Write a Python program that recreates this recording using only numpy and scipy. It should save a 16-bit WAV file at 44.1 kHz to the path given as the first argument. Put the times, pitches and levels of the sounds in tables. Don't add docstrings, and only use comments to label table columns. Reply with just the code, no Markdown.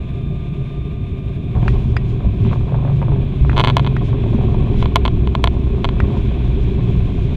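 import sys
import numpy as np
from scipy import signal
from scipy.fft import rfft, irfft
from scipy.io import wavfile

SR = 44100
rng = np.random.default_rng(int(sys.argv[2]) if len(sys.argv) > 2 else 0)


def persist_wave(psi):
    counts = np.round(np.clip(psi, -1, 1) * 32767).astype(np.int16)
    wavfile.write(sys.argv[1], SR, np.atleast_2d(counts).T)


N = 324576
TIME = np.arange(N) / SR
TOUCHDOWN_S, BRAKING_S = 1.545, 3.45


def tyres(flutter_db=2.0, wobble_hz=0.17):
    orders_db = [-2, -3, -1, -1, -1.5, -2.5, -17, -11.5, 0]
    # f/Hz, relative level/dB
    cabin_response = [(20, -32.5), (48, -37.5), (57, -22.5), (62.5, -14), (69, -29), (92, -35),
                      (105, -23.5), (119, -17.5), (125, -27), (137, -17.5), (141.3, -13.5), (144, -41),
                      (175, -27), (200, -49.5)]
    # t/s, level/dB
    tyre_load = [(1.545, -0.5), (1.72, 0.5), (2.15, 2.5), (2.3, -13), (2.48, -9), (2.68, -1), (3.15, -1),
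                 (3.32, -6.5), (3.5, -1), (3.72, 2.5), (4.2, 0), (4.85, 1.5), (4.98, -8), (5.12, -0.5),
                 (7.36, -2)]
    spin_hz = 24.28
    coast_hz_per_s, brake_hz_per_s = 0.6, 1.05
    coasted_s = np.minimum(TIME, BRAKING_S) - TOUCHDOWN_S
    braked_s = np.maximum(TIME - BRAKING_S, 0)
    turn_hz = spin_hz - coast_hz_per_s * coasted_s - brake_hz_per_s * braked_s
    response_hz, response_db = np.transpose(cabin_response)
    drone = 0
    for k, order_db in enumerate(orders_db, start=1):
        flutter, wobble = drift(6), drift(8)
        cabin_db = np.interp(k * turn_hz, response_hz, response_db)
        level_db = order_db + cabin_db + flutter_db * flutter
        drone = drone + from_db(level_db) * tone(k * (turn_hz + wobble_hz * wobble))
    load_db, = in_time(tyre_load)
    return from_db(load_db) * drone


def runway():
    # f/Hz, relative level/dB per Hz
    rumble_colour = [(10, -26), (20, -2.5), (28, 5), (45, 0), (60, 5.5), (78, 0), (98, -3), (125, -4),
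                     (155, -12), (200, -9)]
    # f/Hz, relative level/dB per Hz
    panel_colour = [(94, -44), (160, -2.5), (227, -2), (302, -8), (317, -9), (345, -7), (394, -2),
                    (420, -6.5), (454, -23), (480, -21), (620, -45), (1060, -120)]
    # f/Hz, relative level/dB per Hz
    roar_colour = [(260, -29.5), (450, 1), (496, -3), (601, -1), (650, -12), (707, 3.5), (817, -13.5),
                   (1070, -3), (1330, -21.5), (1510, -29.5), (1900, -28), (2470, -53.5), (4180, -120)]
    low_db, middle_db = roughness()
    rumble_db = rolling_db(coast_db=-20.5, nose_db=0.47, db_per_s=0.36) + low_db
    boom_db = rolling_db(coast_db=-31.5, nose_db=6.86, db_per_s=-0.7) + 0.71 * low_db
    roar_db = rolling_db(coast_db=-45.5, nose_db=2.8, db_per_s=-0.53) + middle_db + 3.2 * drift(25)
    rumble = from_db(rumble_db) * noise(rumble_colour)
    boom = from_db(boom_db) * noise(panel_colour)
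    roar = from_db(roar_db) * noise(roar_colour)
    return rumble + boom + roar


def rolling_db(coast_db, nose_db, db_per_s, settle_s=0.035):
    braked_s = np.maximum(TIME - BRAKING_S, 0)
    return coast_db + nose_db * np.minimum(braked_s / settle_s, 1) + db_per_s * braked_s


def roughness():
    # middle t/s, length/s, lift of rumble and boom/dB, lift of roar and rattle/dB
    rough = [(1.568, 0.031, 3.5, 13), (1.728, 0.21, 5.5, 6), (2.493, 0.097, 9.5, 1), (2.8, 0.26, -1.5, 4),
             (3.16, 0.15, 6.5, 5.5), (3.57, 0.099, 2, 4), (4.396, 0.32, 2.5, 1.5), (4.688, 0.21, 3, 4),
             (6.064, 0.12, 4.5, 7.5)]
    low_db = lifts([(s, length, db) for s, length, db, _ in rough])
    middle_db = lifts([(s, length, db) for s, length, _, db in rough])
    return low_db, middle_db


def jolts():
    # t/s, relative level/dB, f/Hz, time to die away by 60 dB/s
    jolt_table = [(1.566, -18, 50, 0.3), (1.627, -11, 170, 0.037), (2.24, -12.5, 59, 0.39),
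                  (2.262, -14.5, 104, 0.39), (2.268, -12.5, 180, 0.067), (2.401, -12.5, 111.5, 0.78),
                  (2.45, -19.5, 226, 0.3), (3.408, -12.5, 61.2, 0.53), (4.346, -14, 226, 0.11),
                  (4.757, -17, 19, 0.51), (6.03, -17.5, 203, 0.29)]
    swings = 0
    for s, db, hz, t60 in jolt_table:
        swings = swings + ring(clicks([s], [from_db(db)]), hz, t60)
    return from_db(6.5) * soften(swings, hz=313)


def case_knocks(case_db=4.5, soft_hz=3900, hard_hz=8500, scatter_db=-24, scatter_s=0.0051):
    # t/s, relative level/dB
    knocks = [(3.564, -20), (3.5692, -13.5), (3.5787, -8), (3.588, -12), (3.597, -7), (3.604, -8),
              (3.6124, -11), (3.639, -9.5), (3.647, -8), (3.6573, -16), (3.6735, -7), (3.683, -12.5),
              (3.6902, -14), (3.7, -10), (3.7081, -20.5), (3.7682, -2), (3.7817, -20), (3.7955, -12.5),
              (3.802, -29), (3.847, -20.5), (3.865, -17.5), (3.8733, -17), (4.8261, -15), (4.8576, -18.5),
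              (4.9581, 1.5), (4.9658, -11.5), (5.0527, -10), (5.0606, -13), (5.0791, -13.5),
              (5.2736, -20.5), (5.3515, -11), (5.441, -2), (5.4584, -22.5), (5.474, -10), (5.8445, -10),
              (5.8518, -14), (5.8896, -16.5)]
    # f/Hz, relative level/dB, time to die away by 60 dB/s
    case_modes = [(475, -16, 0.016), (700, -18.5, 0.059), (1033, -1.5, 0.015), (1384, -11, 0.012),
                  (1712, -20, 0.022), (2196, -11.5, 0.012), (2550, -13.5, 0.01), (3070, -6, 0.0067),
                  (3334, -11.5, .011), (3910, -25.5, 0.024), (4260, -32, 0.021), (5960, -27, 0.0093),
                  (7400, -25, 0.0076), (9300, -16, 0.0028), (11400, -20.5, .008)]
    # f/Hz, width/Hz
    case_dips = [(5150, 1200), (8600, 120)]
    # f/Hz, relative level/dB per Hz
    scatter_colour = [(500, 2), (1000, 1), (1700, -8), (3200, -5), (4400, -15.5), (5150, -36.5),
                      (6000, -25), (9000, -31)]
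    spread_db, detune_share = 1.1, 0.012
    edge_hz, treble_db = 4600, -7.5
    bend = 0.76
    case = np.zeros(N)
    for s, db in knocks:
        contact_hz = soft_hz + (hard_hz - soft_hz) * from_db(db)
        force = soften(from_db(db + case_db) * signal.unit_impulse(SR // 10), contact_hz)
        vary_db = spread_db * rng.standard_normal(len(case_modes))
        detunes = 1 + detune_share * rng.standard_normal(len(case_modes))
        for (hz, mode_db, t60), extra_db, detune in zip(case_modes, vary_db, detunes):
            add(case, s, from_db(mode_db + extra_db) * ring(force, hz * detune, t60))
    case = remove_lows(case, 300, order=2)
    treble = remove_lows(case, edge_hz, order=8)
    case = hollow(soften(case, edge_hz, order=8) + from_db(treble_db) * treble, case_dips)
    case = signal.lfilter([-bend, 1], [1, -bend], case)
    s, db = np.transpose(knocks)
    scatter_envelope = decaying(clicks(s, from_db(db + scatter_db)), scatter_s)
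    return case + noise(scatter_colour, scatter_envelope)


def fittings(bump_db=1.0, chatter_db=-9.0, chatter_s=0.011):
    # f/Hz, relative level/dB, time to die away by 60 dB/s
    fitting_modes = [(264, -10, 0.032), (404, -8.5, 0.0056), (562, -0.5, 0.024), (715, -1.5, 0.024),
                     (917, -4.5, 0.029), (1040, -6.5, 0.027), (1540, -14.5, 0.0077), (2200, -16.5, 0.0044),
                     (3200, -28.5, .005)]
    # t/s, relative level/dB, brightness/dB per octave
    bump_table = [(1.552, -32, 11), (1.562, -33, 10), (1.573, -35, 9), (1.584, -45, 7), (1.628, -24.5, 8),
                  (1.653, -32, 9), (1.662, -31, -8), (2.206, -32.5, -11), (2.247, -29, -8),
                  (2.45, -31, 13.5), (2.463, -29, 3), (2.513, -28, 4), (2.524, -25, 6), (2.531, -21, 8),
                  (2.558, -30.5, 2), (2.608, -36, -15), (2.684, -30.5, 1), (2.692, -33.5, 2),
                  (2.721, -27.5, -6), (2.743, -23.5, 1), (2.753, -31, 1), (2.787, -33, -2), (2.8, -35, 0),
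                  (2.826, -31, -3), (2.839, -35, 0), (2.85, -28, -14.5), (2.867, -27, -6), (2.877, -26, -9),
                  (2.897, -28.5, 1), (2.916, -27.5, 0), (3.017, -24, 1), (3.026, -22.5, 9),
                  (3.083, -23.5, -5), (3.119, -23, 3), (3.132, -38, 0), (3.16, -26.5, 4), (3.203, -35, -6),
                  (3.449, -23.5, 4), (3.531, -23, 11), (4.129, -27, -2), (4.146, -28.5, 0), (4.238, -26, 3),
                  (4.26, -28, -2), (4.333, -29, -8), (4.349, -28.5, 4), (4.387, -30, -16),
                  (4.411, -26.5, -1), (4.437, -26.5, -1.5), (4.545, -23.5, 1), (4.581, -33, -11),
                  (4.671, -29, -3), (4.698, -32, 4), (6.02, -34, 0), (6.083, -29, -5), (6.168, -25.5, 7)]
    contacts_per_s, contact_spread_db = 85, 5.0
    chatter_per_s = 500
    mode_spread_db = 2.0
    padding_hz = 2800
    _, middle_db = roughness()
    contact_s = np.flatnonzero(rng.random(N) < contacts_per_s / SR) / SR
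    count = len(contact_s)
    contact_db = contact_spread_db * np.clip(rng.standard_normal(count), -2, 1.5)
    chatter_hits = rng.random(N) < chatter_per_s / SR
    chatter = from_db(chatter_db) * chatter_hits * rng.choice([-1, 1], N)
    s, db, tilt = np.transpose(bump_table)
    rattle = bumps = 0
    for hz, mode_db, t60 in fitting_modes:
        sides = rng.choice([-1, 1], count)
        small_db = contact_db + mode_db + mode_spread_db * rng.standard_normal(count)
        rattle = rattle + ring(clicks(contact_s, sides * from_db(small_db)), hz, t60)
        tilt_db = tilt * np.log2(hz / 800)
        level_db = db + mode_db + tilt_db + mode_spread_db * rng.standard_normal(len(s))
        blows = clicks(s, rng.choice([-1, 1], len(s)) * from_db(level_db))
        settling = chatter * decaying(np.abs(blows), chatter_s)
        bumps = bumps + ring(blows + settling, hz, t60)
    rattle_db = rolling_db(coast_db=-49.5, nose_db=6.8, db_per_s=-0.88) + 0.69 * middle_db
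    rattle = from_db(rattle_db) * rms_one(rattle)
    return soften(rattle + from_db(bump_db) * bumps, padding_hz)


def trim_snaps(start_hz=800, end_hz=2700, chirp_s=0.0034, crack_s=0.0043):
    # t/s, relative level/dB, high ping over that/dB, dry crack over that/dB
    snaps = [(1.68, -13, -37, -8.5), (1.9665, -14, -16.5, -7.5), (3.4953, -15.5, -61, -15.5),
             (3.515, -24, -48, -15), (3.9654, -17.5, -44, -11), (6.002, -13.5, -42, -13)]
    # f/Hz, width/Hz
    trim_dips = [(1150, 89), (1930, 94), (2280, 89), (3050, 250)]
    # f/Hz, relative level/dB per Hz
    crack_colour = [(450, 8), (750, 7), (1100, -7), (2400, 14.5), (3200, 1.5), (4800, -10), (6500, -19),
                    (12000, -43)]
    s, db, ping_db, crack_db = np.transpose(snaps)
    age = TIME[:SR // 50] / chirp_s
    hz = start_hz + (end_hz - start_hz) * np.minimum(age, 1)
    chirp = np.sin(2 * np.pi * np.cumsum(hz) / SR) * np.exp(-1.7 * age ** 2)
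    slips = clicks(s, from_db(db))
    chirps = from_db(2.5) * signal.fftconvolve(slips, chirp)[:N]
    cracks = noise(crack_colour, decaying(clicks(s, from_db(db + crack_db)), crack_s))
    low_ring = from_db(-18.0) * ring(slips, hz=1900, t60=0.086)
    high_ping = ring(clicks(s, from_db(db + ping_db)), hz=4910, t60=0.032)
    return hollow(chirps + cracks, trim_dips) + low_ring + high_ping


def rustle(start_db=-69, growth_db_per_s=2.5, flicker_db=1.8):
    # middle t/s, length/s, lift/dB
    sways = [(1.75, 0.42, 15.5), (2.11, .1, 11.5), (2.49, 0.31, 13), (2.98, 0.11, 10), (3.62, 0.44, 8.5),
             (4.07, 0.063, 13.5), (4.42, 0.41, 5), (4.8, 0.11, 10.5), (6.2, 0.17, 4)]
    # f/Hz, relative level/dB per Hz
    cloth_colour = [(1500, 4), (3200, 10.5), (4800, 0.5), (5800, -2), (7000, -3.5), (8500, -13.5),
                    (10500, -12.5), (16000, -32.5)]
    level_db = start_db + growth_db_per_s * (TIME - TOUCHDOWN_S) + lifts(sways)
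    return noise(cloth_colour, from_db(level_db + flicker_db * drift(21)))


def engines(on_ground):
    # f/Hz, level/dB
    engine_tones = [(59.2, -30.5), (140, -32.5), (700, -55), (1197, -55), (2390, -60.5), (2875, -75.5),
                    (3591, -60)]
    # t/s, level/dB
    thrust = [(0, -61), (1.5, -63), (2.0, -53), (2.9, -51), (4.2, -45), (4.8, -46.5), (5.4, -51.5),
              (6.2, -45), (7.36, -46.5)]
    # middle t/s, length/s, lift/dB
    surges = [(1.7, 0.23, 14.5), (2.5, 0.091, 10), (4.81, 0.093, 6)]
    # f/Hz, relative level/dB per Hz
    rush_colour = [(820, -51), (1400, -5), (1510, -4), (1930, -8), (2110, -3.5), (2360, 0), (2580, 0),
                   (2850, -6.5), (3400, -0.5), (3670, -8), (3950, -7.5), (4510, -25), (5860, -44.5),
                   (9920, -120)]
    tones = 0
    for hz, db in engine_tones:
        wander, waver = drift(4), drift(5)
        tones = tones + from_db(db + 2 * wander) * tone(hz + 1.1 * waver)
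    thrust_db, = in_time(thrust)
    rush_db = thrust_db + lifts(surges) + 0.5 * drift(23)
    return tones * from_db(-9 * on_ground) + from_db(rush_db) * noise(rush_colour)


def cabin_air():
    # f/Hz, relative level/dB per Hz
    airflow_colour = [(15, -11.5), (32, -3.5), (59, -3), (82, -5), (110, -1.5), (144, -2), (198, -11.5),
                      (230, -13), (260, -16), (337, -19.5), (400, -15), (460, -33), (600, -30.5),
                      (700, -29), (800, -44)]
    # f/Hz, relative level/dB per Hz
    vent_colour = [(750, -16), (870, -4), (1100, 2), (1330, -11), (1600, -6), (1950, -11.5), (2430, 2),
                   (2950, -9.5), (3500, -4), (4000, -14), (4550, -24.5), (6400, -30), (6800, -25.5),
                   (7300, -31), (10000, -33.5), (16000, -45.5)]
    airflow = from_db(-21.5 + 1.1 * drift(10)) * noise(airflow_colour)
    vents = from_db(-48.0 + 1.1 * drift(18)) * noise(vent_colour)
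    return airflow + vents


def from_db(db):
    return 10 ** (np.asarray(db) / 20)


def rms_one(x):
    return x / np.sqrt(np.mean(x ** 2) + 1e-20)


def in_time(rows):
    s, *columns = np.transpose(rows)
    return [np.interp(TIME, s, c) for c in columns]


def noise(spectrum, envelope=1):
    hz, db = np.transpose(spectrum)
    octave = np.log2(np.maximum(np.arange(N // 2 + 1) * SR / N, 1))
    points = np.log2(hz)
    outside = np.abs(octave - np.clip(octave, points[0], points[-1]))
    colour = rms_one(from_db(np.interp(octave, points, db) - 48 * outside))
    return irfft(rfft(envelope * rng.standard_normal(N)) * colour, N)


def drift(rate):
    hz = np.arange(N // 2 + 1) * SR / N
    return rms_one(irfft(rfft(rng.standard_normal(N)) / (1 + (hz / rate) ** 4), N))


def clicks(seconds, gains):
    return np.bincount(np.round(np.asarray(seconds) * SR).astype(int), gains, N)[:N]


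def ring(force, hz, t60):
    r = from_db(-60 / (t60 * SR))
    w = 2 * np.pi * hz / SR
    return signal.lfilter([0, np.sin(w)], [1, -2 * r * np.cos(w), r * r], force + 1e-18)


def soften(x, hz, order=2):
    return signal.sosfilt(signal.butter(order, min(hz, .45 * SR), fs=SR, output="sos"), x + 1e-18)


def remove_lows(x, hz, order):
    return signal.sosfilt(signal.butter(order, hz, "high", fs=SR, output="sos"), x + 1e-18)


def hollow(x, dips):
    for hz, width_hz in dips:
        x = signal.lfilter(*signal.iirnotch(hz, hz / width_hz, fs=SR), x + 1e-18)
    return x


def tone(hz):
    return np.sqrt(2) * np.sin(2 * np.pi * (np.cumsum(hz) / SR + rng.random()))


def decaying(force, seconds):
    return signal.lfilter([1], [1, -np.exp(-1 / (seconds * SR))], force + 1e-18)


def swell(middle_s, length_s):
    return .5 ** ((2 * (TIME - middle_s) / length_s) ** 2)


def lifts(rows):
    return sum(db * swell(s, length) for s, length, db in rows)


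def add(track, s, sound):
    part = track[round(s * SR):][:len(sound)]
    part += sound[:len(part)]


def scene():
    on_ground = np.clip((TIME - TOUCHDOWN_S) / 0.0051, 0, 1)
    rolling = on_ground * (tyres() + runway() + fittings() + rustle())
    strikes = jolts() + case_knocks() + trim_snaps()
    background = engines(on_ground) + cabin_air()
    return (rolling + strikes + background)[None]


def record(dry, top=0.93, overload_hz=4400, harsh_share=0.36, cutoff_hz=15800):
    eased = np.minimum(np.minimum(TIME, TIME[::-1]) / .004, 1)
    excess = dry - dry / (1 + (dry / top) ** 4) ** .25
    smooth = signal.sosfiltfilt(signal.butter(6, overload_hz, fs=SR, output="sos"), excess)
    rounded = dry - smooth - harsh_share * (excess - smooth)
    top_cut = signal.ellip(10, .1, 80, cutoff_hz, fs=SR, output="sos")
    return signal.sosfilt(top_cut, eased * from_db(-0.23) * rounded)


dry = scene()
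out = record(dry)
persist_wave(out)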